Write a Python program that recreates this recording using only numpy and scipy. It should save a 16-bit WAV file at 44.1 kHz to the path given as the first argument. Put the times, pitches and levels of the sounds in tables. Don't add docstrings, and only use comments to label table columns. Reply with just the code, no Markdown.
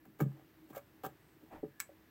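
import sys
import numpy as np
from scipy import signal
from scipy.fft import rfft, irfft, next_fast_len
from scipy.io import wavfile
from scipy.ndimage import uniform_filter1d

SR = 44100
rng = np.random.default_rng(int(sys.argv[2]) if len(sys.argv) > 2 else 0)


def amplitude_ratio(level_db):
    exponent = np.asarray(level_db, float) / 20
    return 10 ** exponent


def to_wav(sig):
    pcm = np.clip(np.atleast_2d(sig), -1, 1) * 32767
    pcm = np.round(pcm).astype(np.int16)
    wavfile.write(sys.argv[1], SR, pcm.T)


N = 92610

# (frequency [Hz], level [dB], t60 [s])
DESK_MODES = [(136.7, 1.5, 0.24), (165, -4, 0.15), (208.6, -7.5, 0.19), (252, 0, 0.063), (315, -0.5, .075),
              (370, -6, 0.081), (431.7, -2, 0.11), (567, -5.5, 0.082), (708, -3, 0.029), (800, -2, 0.048),
              (976, -9, 0.037), (1233, 0, 0.037), (1600, -4.5, 0.035), (2240, -4, 0.048)]


def unit(x):
    return x / np.sqrt(np.mean(x ** 2))


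def colour(x, points):
    hz, db = np.array(points, float).T
    size = next_fast_len(len(x))
    f = np.arange(size // 2 + 1) * SR / size + 1
    gain = amplitude_ratio(np.interp(np.log(f), np.log(hz), db))
    return irfft(rfft(x, size) * gain, size)[:len(x)]


def mode(x, hz, t60_s):
    r = np.exp(-np.log(1000) / (max(t60_s, 0.005) * SR))
    w = 2 * np.pi * hz / SR
    return signal.lfilter([0, r * np.sin(w)], [1, -2 * r * np.cos(w), r * r], x)


def walk(rate_hz):
    hold = int(SR / rate_hz)
    steps = np.repeat(rng.standard_normal(N // hold + 1), hold)
    smooth = uniform_filter1d(uniform_filter1d(steps, hold), hold)
    return unit(smooth[:N])


def strikes(times_s, gains):
    x = np.zeros(N)
    np.add.at(x, (np.asarray(times_s) * SR).astype(int), gains)
    return x


def cut_lows(x, hz, order=4):
    return signal.sosfilt(signal.butter(order, hz, "high", fs=SR, output="sos"), x)


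def favour(hz, centre_hz, octaves):
    return np.exp(-0.5 * (np.log2(hz / centre_hz) / octaves) ** 2)


def room_air():
    # (frequency [Hz], density [dB per Hz])
    air_spectrum = [(30, -40), (62, -13), (140, -10), (200, -14.5), (330, -12), (520, -21.5), (1900, -26),
                    (11000, -45.5)]
    air = colour(rng.standard_normal(N), [*air_spectrum, (14000, -53)])
    return amplitude_ratio(-67 + 1.0 * walk(3.7)) * unit(air)


def fan():
    # (frequency [Hz], width [Hz], level [dB])
    noise_bands = [(70.5, 8.3, -87), (320.6, 7.3, -71), (1704, 81, -83.5), (1972, 140, -86.5),
                   (8170, 900, -90)]
    out = 0
    for hz, width_hz, db in noise_bands:
        t60_s = np.log(1000) / np.pi / width_hz
        level = amplitude_ratio(db + 3.9 * walk(8.85))
        out = out + level * unit(mode(rng.standard_normal(N), hz, t60_s))
    return out


def microphone_hiss():
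    hiss = cut_lows(rng.standard_normal(N), 11560, order=8)
    return amplitude_ratio(-73.5 + 0.5 * walk(4.5)) * hiss / np.std(hiss)


def scrapes():
    # (start [s], length [s], desk level [dB], favoured frequency [Hz], grit level [dB])
    scrape_events = [(0.05, 0.013, -70.5, 1600, -72.5), (0.189, 0.0064, -71, 900, -57),
                     (.202, 0.0089, -42.5, 1310, -45), (0.216, 0.016, -56.5, 1500, -58),
                     (0.262, 0.162, -72, 800, -82), (0.688, 0.026, -65, 477, -68.5),
                     (0.726, 0.031, -56, 1310, -63), (0.75, 0.03, -59.5, 1470, -56),
                     (0.768, 0.028, -59, 1990, -74), (1.034, 0.0093, -58, 900, -54),
                     (1.041, 0.023, -46, 1130, -46.5), (1.085, 0.013, -67, 900, -74),
                     (1.4, 0.093, -75.5, 595, -79), (1.797, 0.026, -70, 1700, -76)]
    # (frequency [Hz], gain [dB])
    grit_spectrum = [(2600, 2), (5000, -10), (7700, -7), (8600, -11.5), (9300, -15), (11000, -9),
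                     (13500, -0.5), (15800, 0)]
    spread_oct, damping, grain_db = 0.64, 0.34, 3.0
    rise_share, tail_s = 0.15, 0.0058

    start_s, length_s, desk_db, centre_hz, grit_db = np.array(scrape_events).T
    uneven = amplitude_ratio(grain_db * rng.exponential(size=N)) * amplitude_ratio(3.06 * walk(250))
    grains = unit(rng.standard_normal(N) * uneven)

    since_s = np.arange(N) / SR - start_s[:, None]
    rise = np.clip(since_s / (rise_share * length_s[:, None]), 0, 1)
    fall = np.exp(-np.clip(since_s - length_s[:, None], 0, None) / tail_s)
    shape = rise * fall

    wood = 0
    for hz, db, t60_s in DESK_MODES:
        damped_s = t60_s * damping
        push = (amplitude_ratio(desk_db + db) * favour(hz, centre_hz, spread_oct)) @ shape
        even_out = np.sqrt(14 / (damped_s * SR))
        wood = wood + mode(grains * push, hz, damped_s) * even_out
    grit = colour(grains * (amplitude_ratio(grit_db) @ shape), [(500, -62), *grit_spectrum])
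    return wood + 2 * grit


def knocks():
    # (time [s], level [dB], favoured frequency [Hz], spread [octaves])
    knock_events = [(0.056, -64.5, 497, 1.5), (.072, -54.5, 219, 0.5), (0.093, -66, 300, 0.4),
                    (.193, -50, 395, 1.13), (0.2026, -41.5, 1300, 1.3), (.205, -32, 280, 0.68),
                    (.211, -31, 233, 0.97), (.218, -41, 150, 0.13), (.225, -38.5, 150, 0.58),
                    (0.255, -40, 173, 1), (0.7, -49, 283, 0.5), (.722, -61, 154, 0.77),
                    (.7665, -37, 596, 0.26), (.7725, -47, 613, 0.32), (1.036, -44.5, 574, 0.99),
                    (1.040, -39.5, 610, 0.53), (1.048, -37.5, 1010, 0.53), (1.054, -50.5, 199, 1.46),
                    (1.062, -45.5, 590, 0.89), (1.43, -56.5, 326, 0.39), (1.63, -36.5, 370, 0.61),
                    (1.642, -49.5, 300, 1.11), (1.676, -57, 169, 0.88), (1.891, -48.5, 590, 0.25),
                    (1.362, -67, 300, 0.55), (.699, -70, 1200, 1.3)]
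    contact_turns, scatter_db = 0.79, 1.5
    time_s, level_db, centre_hz, spread_oct = np.array(knock_events).T
    chance = rng.standard_normal((len(time_s), len(DESK_MODES)))
    out = 0
    for k, (hz, db, t60_s) in enumerate(DESK_MODES):
        gains = amplitude_ratio(level_db + db + scatter_db * chance[:, k]) * favour(hz, centre_hz, spread_oct)
        push = np.hanning(int(contact_turns * SR / hz))
        force = signal.fftconvolve(strikes(time_s, gains), 2 * push / push.sum())[:N]
        out = out + (-1) ** k * mode(force, hz, t60_s)
    return out


def sleeve():
    # (time [s], level [dB])
    drag = [
        (1.49, -75),
        (1.526, -52),
        (1.561, -52),
        (1.601, -66.5),
        (1.63, -77),
    ]
    # (frequency [Hz], gain [dB])
    cloth_spectrum = [(150, -3.5), (300, 4), (500, -1.5), (800, 3), (1200, -10), (2100, -13.5),
                      (3500, -26.5), (6000, -35)]
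    time_s, level_db = np.array(drag).T
    fibres = rng.standard_normal(N) * amplitude_ratio(2.2 * walk(120))
    rustle = unit(colour(fibres, [(40, -58), *cloth_spectrum]))
    return rustle * amplitude_ratio(np.interp(np.arange(N) / SR, time_s, level_db, left=-120, right=-120))


def arm_sweep():
    centre_s, spread_s = 1.585, 0.041
    t = np.arange(N) / SR
    rumble = unit(mode(rng.standard_normal(N), 65, 0.055))
    return amplitude_ratio(-62.5) * rumble * np.exp(-0.5 * ((t - centre_s) / spread_s) ** 2)


def tweezers():
    # (frequency [Hz], level [dB], t60 [s])
    steel_modes = [(1530, -7, 0.014), (1750, 8.5, 0.025), (2275, 4.5, 0.022), (4021, -3.5, 0.022),
                   (5529, 5, 0.014), (7900, 5, 0.028), (8145, -6, 0.032), (9800, -2, 0.023),
                   (11200, -1, .025), (12030, -19, .025), (13450, 0, 0.017), (14940, -8, .025)]
    # (time [s], ring level [dB], crack level [dB])
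    touches = [
        (1.797, -61, -59),
        (1.8016, -54, -33),
        (1.8024, -41.5, -40),
        (1.806, -53, -39),
        (1.811, -64, -41),
        (1.818, -71, -52),
    ]
    scatter_db, crack_s = 1.5, 0.001
    time_s, ring_db, crack_db = np.array(touches).T
    chance = rng.standard_normal((len(time_s), len(steel_modes)))
    ring = 0
    for k, (hz, db, t60_s) in enumerate(steel_modes):
        gains = amplitude_ratio(ring_db + db + scatter_db * chance[:, k])
        ring = ring + mode(strikes(time_s, gains), hz, t60_s)
    decay = np.exp(-1 / (crack_s * SR))
    burst = signal.lfilter([1], [1, -decay], strikes(time_s, amplitude_ratio(crack_db)))
    crack = colour(burst * rng.standard_normal(N), [(400, -38), (1000, -5), (2000, 8.5), (3500, 1.5),
                                                    (8000, 6.5), (9300, -3), (12000, 5.5)])
    return ring + crack


def room(x):
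    # (frequency [Hz], gain [dB])
    tail_spectrum = [(150, -14.5), (500, 1.5), (2000, 1.5), (5500, -5.5), (8100, 2.5), (9300, -3),
                     (11000, -4), (16000, -3.5)]
    t60_s, tail_db, gap_s = 0.14, -9.5, 0.00391
    t = np.arange(SR // 3) / SR
    tail = rng.standard_normal(len(t)) * amplitude_ratio(-60 * t / t60_s) * (t > gap_s)
    tail = colour(tail / np.sqrt(np.sum(tail ** 2)), tail_spectrum)
    return x + amplitude_ratio(tail_db) * signal.fftconvolve(x, tail)[:N]


def scene():
    floor = room_air() + fan() + microphone_hiss()
    desk = cut_lows(scrapes() + knocks(), 82.6)
    handling = desk + sleeve() + cut_lows(tweezers(), 890)
    return (room(handling) + floor + arm_sweep())[None]


def top_cut(x):
    return signal.sosfilt(signal.butter(12, 16990, fs=SR, output="sos"), x)


def record(dry):
    low_pass = signal.ellip(8, 0.3, 45, 15850, fs=SR, output="sos")
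    mix = signal.sosfilt(low_pass, dry)
    return top_cut(mix)


dry = scene()
out = record(dry)
to_wav(out)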